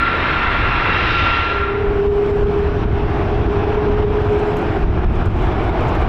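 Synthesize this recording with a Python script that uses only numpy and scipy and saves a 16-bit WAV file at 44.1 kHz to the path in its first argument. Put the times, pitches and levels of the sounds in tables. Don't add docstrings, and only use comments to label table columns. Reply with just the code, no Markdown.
import sys
import numpy as np
from scipy import signal
from scipy.io import wavfile
from scipy.ndimage import uniform_filter1d, minimum_filter1d

SR = 44100
rng = np.random.default_rng(int(sys.argv[2]) if len(sys.argv) > 2 else 0)


def undo_db(level):
    steps = np.asarray(level, float) / 20
    return 10 ** steps


def generate_wav(sig):
    pcm = np.round(np.clip(np.atleast_2d(sig).T, -1, 1) * 32767).astype(np.int16)
    wavfile.write(sys.argv[1], SR, pcm)


N = 268128


def evened(x):
    return x / np.sqrt(np.mean(x ** 2) + 1e-20)


def columns(rows):
    s, *values = np.transpose(rows)
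    return [np.interp(np.arange(N) / SR, s, v) for v in values]


def fade(start_s, end_s):
    return np.clip((np.arange(N) / SR - start_s) / (end_s - start_s), 0, 1)


def bell(centre_s, length_s):
    return np.exp(-((np.arange(N) / SR - centre_s) / length_s) ** 2)


def wander(rate_hz):
    slow = signal.butter(2, rate_hz, fs=SR, output="sos")
    return evened(signal.sosfilt(slow, rng.standard_normal(N + SR))[SR:])


def noise(colour, band, patchy_db, tilt_db=np.zeros(N), size=1024):
    hop = size // 4
    frames, hz = N // hop + 5, np.fft.rfftfreq(size, 1 / SR)
    a, b, patches = rng.standard_normal((frames, len(hz), 3)).T
    patches = uniform_filter1d(patches, size=10, axis=0)
    patches = evened(uniform_filter1d(patches, size=14, axis=1))

    f, db = np.transpose(colour)
    f = np.r_[f[0] / 4, f, f[-1] * 3]
    db = np.r_[db[0] - 60, db, db[-1] - 120]
    gain = undo_db(np.interp(np.log(hz + 1), np.log(f), db))
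    inside = (hz > band[0]) & (hz < band[1])
    share = np.sqrt(np.sum(gain[inside] ** 2) / np.sum(gain ** 2))

    octaves = np.log2(np.clip(hz[:, None], band[0], 5000) / band[0])
    tilt = tilt_db[np.clip(np.arange(frames) * hop, 0, N - 1)] * octaves
    plain = (a + 1j * b) * gain[:, None] * undo_db(patchy_db * patches)
    overlap = size - hop
    scale = np.std(signal.istft(plain, nperseg=size, noverlap=overlap)[1]) * share
    return signal.istft(plain * undo_db(tilt), nperseg=size, noverlap=overlap)[1][:N] / scale


def tone(hz, db, waver_hz, flutter_db, rate_hz):
    turns = np.cumsum(hz + waver_hz * wander(rate_hz)) / SR + rng.random()
    level = np.sqrt(2) * undo_db(db + flutter_db * wander(rate_hz))
    return level * np.sin(2 * np.pi * turns)


# time_s, hiss_level_db
GRIP = [(0.0, -75.5), (.45, -74.5), (1.15, -77.5), (1.45, -80.5), (2.04, -74), (2.28, -71.5), (2.45, -73.5),
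        (2.78, -75.5), (3.18, -74.5), (3.6, -75.5), (3.72, -73.7), (3.9, -76.2), (4.12, -75), (4.35, -70.5),
        (4.58, -71.5), (5.0, -75), (5.4, -70.5), (6.0, -72)]
# pitch_hz, density_db (per Hz)
HISS_COLOUR = [
    [(8300, 0), (9500, -1), (12000, -2), (15500, -5)],
    [(6500, -1), (7700, 0), (8100, -5)],
]


def hiss():
    hiss_db, = columns(GRIP)
    rustle_db = -72.5 + 1.4 * (hiss_db + 74.5)
    rustle_db += 3.5 * (1 - fade(1.45, 1.75))
    out = undo_db(hiss_db) * noise(HISS_COLOUR[0], (8500, 15000), .8, size=512)
    out += undo_db(rustle_db - .8) * noise(HISS_COLOUR[1], (6800, 8100), 2.5, size=256)
    return out * undo_db(1.4 * wander(150))


def crackle():
    clicks_per_s = 60
    busy = np.clip((columns(GRIP)[0] + 73.5) / 2, 0, 1)
    clicks = rng.random(N) < busy * clicks_per_s / SR
    clicks = clicks * undo_db(4 * np.minimum(rng.exponential(1, N), 3))
    t = np.arange(200) / SR
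    band = signal.butter(2, [6000, 13000], "bandpass", fs=SR, output="sos")
    click = signal.sosfilt(band, rng.standard_normal(200)) * undo_db(-60 * t / .006)
    return undo_db(-66) * signal.oaconvolve(clicks, click)[:N]


# start_s, peak_db, low_part_db
TICKS = [(0.1667, -59, -1), (0.234, -62, -2), (1.0078, -61, -4), (1.563, -61, -5), (2.1572, -62, -4),
         (2.2968, -59, -4), (3.6932, -57, -11), (3.7026, -54, -14), (3.7416, -53, -15), (4.2938, -55, -7),
         (4.3946, -54, 1), (4.5687, -40, -8), (4.5901, -45, -7), (4.6166, -52, -4), (4.7877, -53, -12),
         (5.1548, -56, 1), (5.2576, -46, -4), (5.3659, -57, -3), (5.3888, -51, -6), (5.4167, -55, -6),
         (5.4272, -53, -6), (5.4532, -54, -3), (5.6931, -54, -7), (5.8094, -54, -3), (5.8283, -53, -7),
         (5.8832, -50, -4), (5.8917, -49, -3), (5.9525, -43, -12), (5.9929, -53, -6), (6.0154, -49, -8)]


def ticks():
    out, t = np.zeros(N + 1000), np.arange(1000) / SR
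    high = signal.butter(2, [8500, 13500], "bandpass", fs=SR, output="sos")
    low = signal.butter(2, [5200, 8200], "bandpass", fs=SR, output="sos")
    attack = np.minimum(t / .0012, 1)
    shape = attack * (undo_db(-60 * t / .018) + .18 * undo_db(-60 * t / .08))
    for (s, db, low_db), burst in zip(TICKS, rng.standard_normal((len(TICKS), 1000))):
        sound = evened(signal.sosfilt(high, burst))
        sound = sound + undo_db(low_db + 12) * evened(signal.sosfilt(low, burst))
        out[round((s - .001) * SR):][:1000] += undo_db(db - 5) * shape * sound
    return out[:N]


# start_s, length_s, start_pitch_hz, end_pitch_hz, level_db
CHIRPS = [
    (2.64, .2, 5730, 5770, -63),
    (5.995, .055, 2150, 2250, -42),
    (2.2, .12, 11750, 11700, -79),
]


def birds():
    out = np.zeros(N + SR)
    for s, length_s, start_hz, end_hz, db in CHIRPS:
        hz = np.linspace(start_hz, end_hz, round(length_s * SR))
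        whistle = np.sin(2 * np.pi * np.cumsum(hz) / SR) * signal.windows.tukey(len(hz), .4)
        out[round(s * SR):][:len(hz)] += undo_db(db) * whistle
    return out[:N]


# time_s, strength_db (the gain each one costs)
GUSTS = [(2.075, 5), (2.2, 3), (2.315, 3.5), (2.445, 4), (2.7, 2.5), (2.85, 6.5), (3.04, 2.5), (3.31, 2),
         (3.47, 3.5), (3.65, 2), (3.76, 3.5), (3.89, 2), (4.038, 4.5), (4.275, 3), (4.545, 2), (4.78, 3.5),
         (4.845, 7), (4.89, 6), (5.0, 3), (5.05, 8), (5.228, 4.5), (5.28, 7.5), (5.533, 3.5), (5.708, 4),
         (5.975, 2.5), (6.035, 4.5)]


def gusts():
    out, t = np.zeros(N + SR), np.arange(-.03, .03, 1 / SR)
    swing = np.cos(2 * np.pi * 38 * t) * np.exp(-(t / .013) ** 2)
    for s, db in GUSTS:
        out[round((s - .028) * SR):][:len(t)] += .032 * db * swing
    return out[:N]


def ducking():
    t = np.arange(N) / SR
    drops_db = [np.where(t > s, db - 50 * (t - s), 0) for s, db in GUSTS]
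    drop_db = np.max(drops_db, axis=0)
    return undo_db(-uniform_filter1d(drop_db, size=400))


# time_s, level_db
WIND = [(0.0, -30), (.16, -34.5), (.64, -22.5), (.94, -28.5), (1.15, -24), (1.58, -33.5), (1.92, -23),
        (2.24, -30.5), (2.4, -20), (2.56, -29), (2.72, -22.5), (3.36, -22.5), (3.55, -28), (4.0, -18),
        (4.46, -30), (5.1, -17.5), (5.56, -23.5), (5.9, -23)]
# pitch_hz, density_db (per Hz)
RUMBLE_COLOUR = [
    [(14, -7), (30, 0), (46, -1), (62, -7)],
    [(50, -7), (65, -1), (95, -2), (125, -8)],
    [(135, 0), (200, -3), (265, -5)],
]


def rumble():
    wind_db, = columns(WIND)
    low_db = -24 + 2.5 * fade(2.2, 2.7) + .39 * (wind_db + 24.5)
    upper_db = -31.5 + 4 * fade(1.8, 2.5) - 7 * bell(1.46, .2)
    wind = undo_db(wind_db) * noise(RUMBLE_COLOUR[0], (15, 55), .22, size=8192)
    low = undo_db(low_db) * noise(RUMBLE_COLOUR[1], (55, 130), .55, size=8192)
    upper = undo_db(upper_db) * noise(RUMBLE_COLOUR[2], (135, 265), .14, size=4096)
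    return wind + low + upper


# time_s, level_db
EXHAUST = [(1.92, -29.5), (2.1, -32), (2.4, -32.5), (3.02, -31), (3.2, -29), (3.45, -30.5), (3.75, -28),
           (4.05, -30.5), (4.65, -29), (5.0, -30), (5.4, -29), (5.75, -26.5), (6.08, -25.5)]
# pitch_hz, density_db (per Hz)
EXHAUST_COLOUR = [(280, -8), (340, -3), (430, -5), (510, -14), (720, -11), (950, -12), (1500, -16),
                  (2000, -24), (2400, -23), (3600, -33), (4400, -42), (5600, -45), (6300, -54)]
# time_s, level_db
LOWER_PIPE = [(2.0, -29.5), (2.5, -35), (3.1, -25), (3.4, -29), (3.7, -24), (3.9, -32), (5.05, -21.5),
              (6.08, -33.5)]


def exhaust_roar():
    level_db, = columns(EXHAUST)
    thrust_db = level_db + 30
    brightness_db = .3 - .18 * thrust_db
    out = undo_db(level_db) * noise(EXHAUST_COLOUR, (900, 3500), 1.07, brightness_db)
    upper_db, lower_db = -28.5 + 1.3 * thrust_db, columns(LOWER_PIPE)[0]
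    for db, hz, width_hz in [(upper_db, 730, 230), (lower_db, 342, 75)]:
        band = signal.butter(2, [hz - width_hz / 2, hz + width_hz / 2], "bandpass", fs=SR, output="sos")
        out += undo_db(db - 2.5) * evened(signal.sosfilt(band, rng.standard_normal(N)))
    return out * fade(1.27, 2.26)


# time_s, level_db, pitch_hz
HUM = [(1.35, -46, 400.8), (1.52, -29, 402), (1.7, -24, 404), (2.1, -16.5, 407), (2.65, -20.5, 408.2),
       (2.9, -29, 410.1), (3.2, -28.5, 410.8), (3.3, -26, 411), (3.7, -25.5, 414), (3.8, -18, 413.7),
       (4.3, -21, 413), (4.4, -18.5, 415), (4.5, -22.5, 418), (4.75, -28.5, 419), (4.9, -34.5, 422.5),
       (5.1, -36, 417)]


def combustion_hum():
    hum_db, hum_hz = columns(HUM)
    rougher = fade(2.6, 3)
    hum = tone(hum_hz, hum_db + .6, 2.5 + 3.5 * rougher, 1.5 + 1.1 * rougher, 16)
    hum = hum * fade(1.3, 1.4) * (1 - fade(4.95, 5.1))
    second_db = -34 + .58 * (hum_db + 24) - 2.5 * (np.arange(N) / SR - 3)
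    second = tone(1.075 * hum_hz, second_db, 3, 3, 8)
    return hum + second * fade(1.5, 1.8) * (1 - fade(4.2, 4.5))


FAN_HZ = [
    1346,
    1367,
    1385,
]
# blade_tone_db, octave_db, drift_db (a second)
FANS = [
    (-32, -43, -5),
    (-31.5, -48, 0),
    (-28.5, -46, -1),
]
# time_s, fan_number, length_s, blade_tone_gain_db, octave_gain_db
BEAMS = [(0.0, 0, .1, 5.5, 2), (.45, 0, 0.073, 6, 10), (0.657, 0, 0.14, -3, 9), (.92, 0, 0.11, 9, 7),
         (1.151, 0, 0.11, 8.5, 8), (0.05, 1, .1, 6, 6), (.95, 1, .1, -3, 19), (1.25, 1, .19, 11, 17),
         (1.55, 1, .2, 5, 6), (0.055, 2, .08, 9, 6.5), (.6, 2, 0.17, 4, 1.5), (0.752, 2, 0.14, -0.5, 10),
         (1.1, 2, 0.11, -0.5, 13), (1.398, 2, .12, -0.5, 7)]


def fans():
    t, out = np.arange(N) / SR, np.zeros(N)
    sink_db = 59.5 * np.clip(t - 1.68, 0, 1)
    for k, (hz, (blade_db, octave_db, drift_db)) in enumerate(zip(FAN_HZ, FANS)):
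        beams = [(bell(s, length_s), a, b) for s, fan, length_s, a, b in BEAMS if round(fan) == k]
        slow_db = drift_db * np.minimum(t, 2) - sink_db
        blade_swell_db = sum(a * swell for swell, a, b in beams)
        octave_swell_db = sum(b * swell for swell, a, b in beams)
        out += tone(hz, blade_db + slow_db + blade_swell_db, 2.6, 2, 18)
        out += tone(2 * hz, octave_db + 2 + slow_db + octave_swell_db, 3, 2, 9)
    return out


# time_s, level_db, brightness_db (an octave)
INTAKE = [
    (0.0, -24.5, 1.7),
    (.25, -21, 1),
    (.7, -22.5, 1.5),
    (.95, -21.5, 3),
    (1.2, -22, 5.5),
    (1.35, -23.5, 5),
    (1.5, -24, 2),
    (1.85, -34.5, -1.5),
    (2.2, -45, -3),
]
# pitch_hz, density_db (per Hz)
INTAKE_COLOUR = [(280, -7), (330, -1), (420, -5), (600, -8), (1000, -3), (1350, -2), (1850, -3), (2600, -6),
                 (3000, -12), (3900, -14.5), (4500, -26), (5600, -34), (6500, -48), (8200, -63)]
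# pitch_hz, level_db
SHAFT_TONES = [
    (942, -42),
    (2369, -44),
    (312, -41),
    (4099, -58),
]


def nose_on():
    level_db, brightness_db = columns(INTAKE)
    out = undo_db(level_db) * noise(INTAKE_COLOUR, (1500, 2600), 1.19, brightness_db - 3.5)
    out += fans()
    compressor = tone(5188 - 16 * fade(0, 1.1), -63 + 1.6 * brightness_db, 5, 3.5, 12)
    out += compressor * (1 - fade(1.55, 1.85))
    shafts = sum(tone(hz, db, 4, 3, 8) for hz, db in SHAFT_TONES)
    out += shafts * (1 - fade(1.4, 1.9))
    return out * (1 - fade(1.9, 2.2))


def scene():
    roar = exhaust_roar()
    steady = combustion_hum() + nose_on() + rumble() + gusts() + ticks()
    ducked = roar + birds() + hiss() + crackle()
    return (steady + ducked * ducking())[None]


def top_cut(x):
    return signal.sosfilt(signal.butter(12, 15760, fs=SR, output="sos"), x)


def record(dry):
    ceiling = .53 - .1 * fade(1.4, 2)
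    over_db = np.maximum(20 * np.log10(abs(dry[0]) / ceiling + 1e-9), 0)
    fall_db = np.arange(N) * 110 / SR
    held_db = np.maximum.accumulate(over_db + fall_db) - fall_db
    ahead_db = uniform_filter1d(-minimum_filter1d(-held_db, size=89), size=88)
    mix = dry / undo_db(ahead_db) + .0058
    edge = signal.firwin(511, 15760, window=("kaiser", 9), fs=SR)
    mix = signal.oaconvolve(mix, edge[None], "same")
    return top_cut(mix)


dry = scene()
out = record(dry)
generate_wav(out)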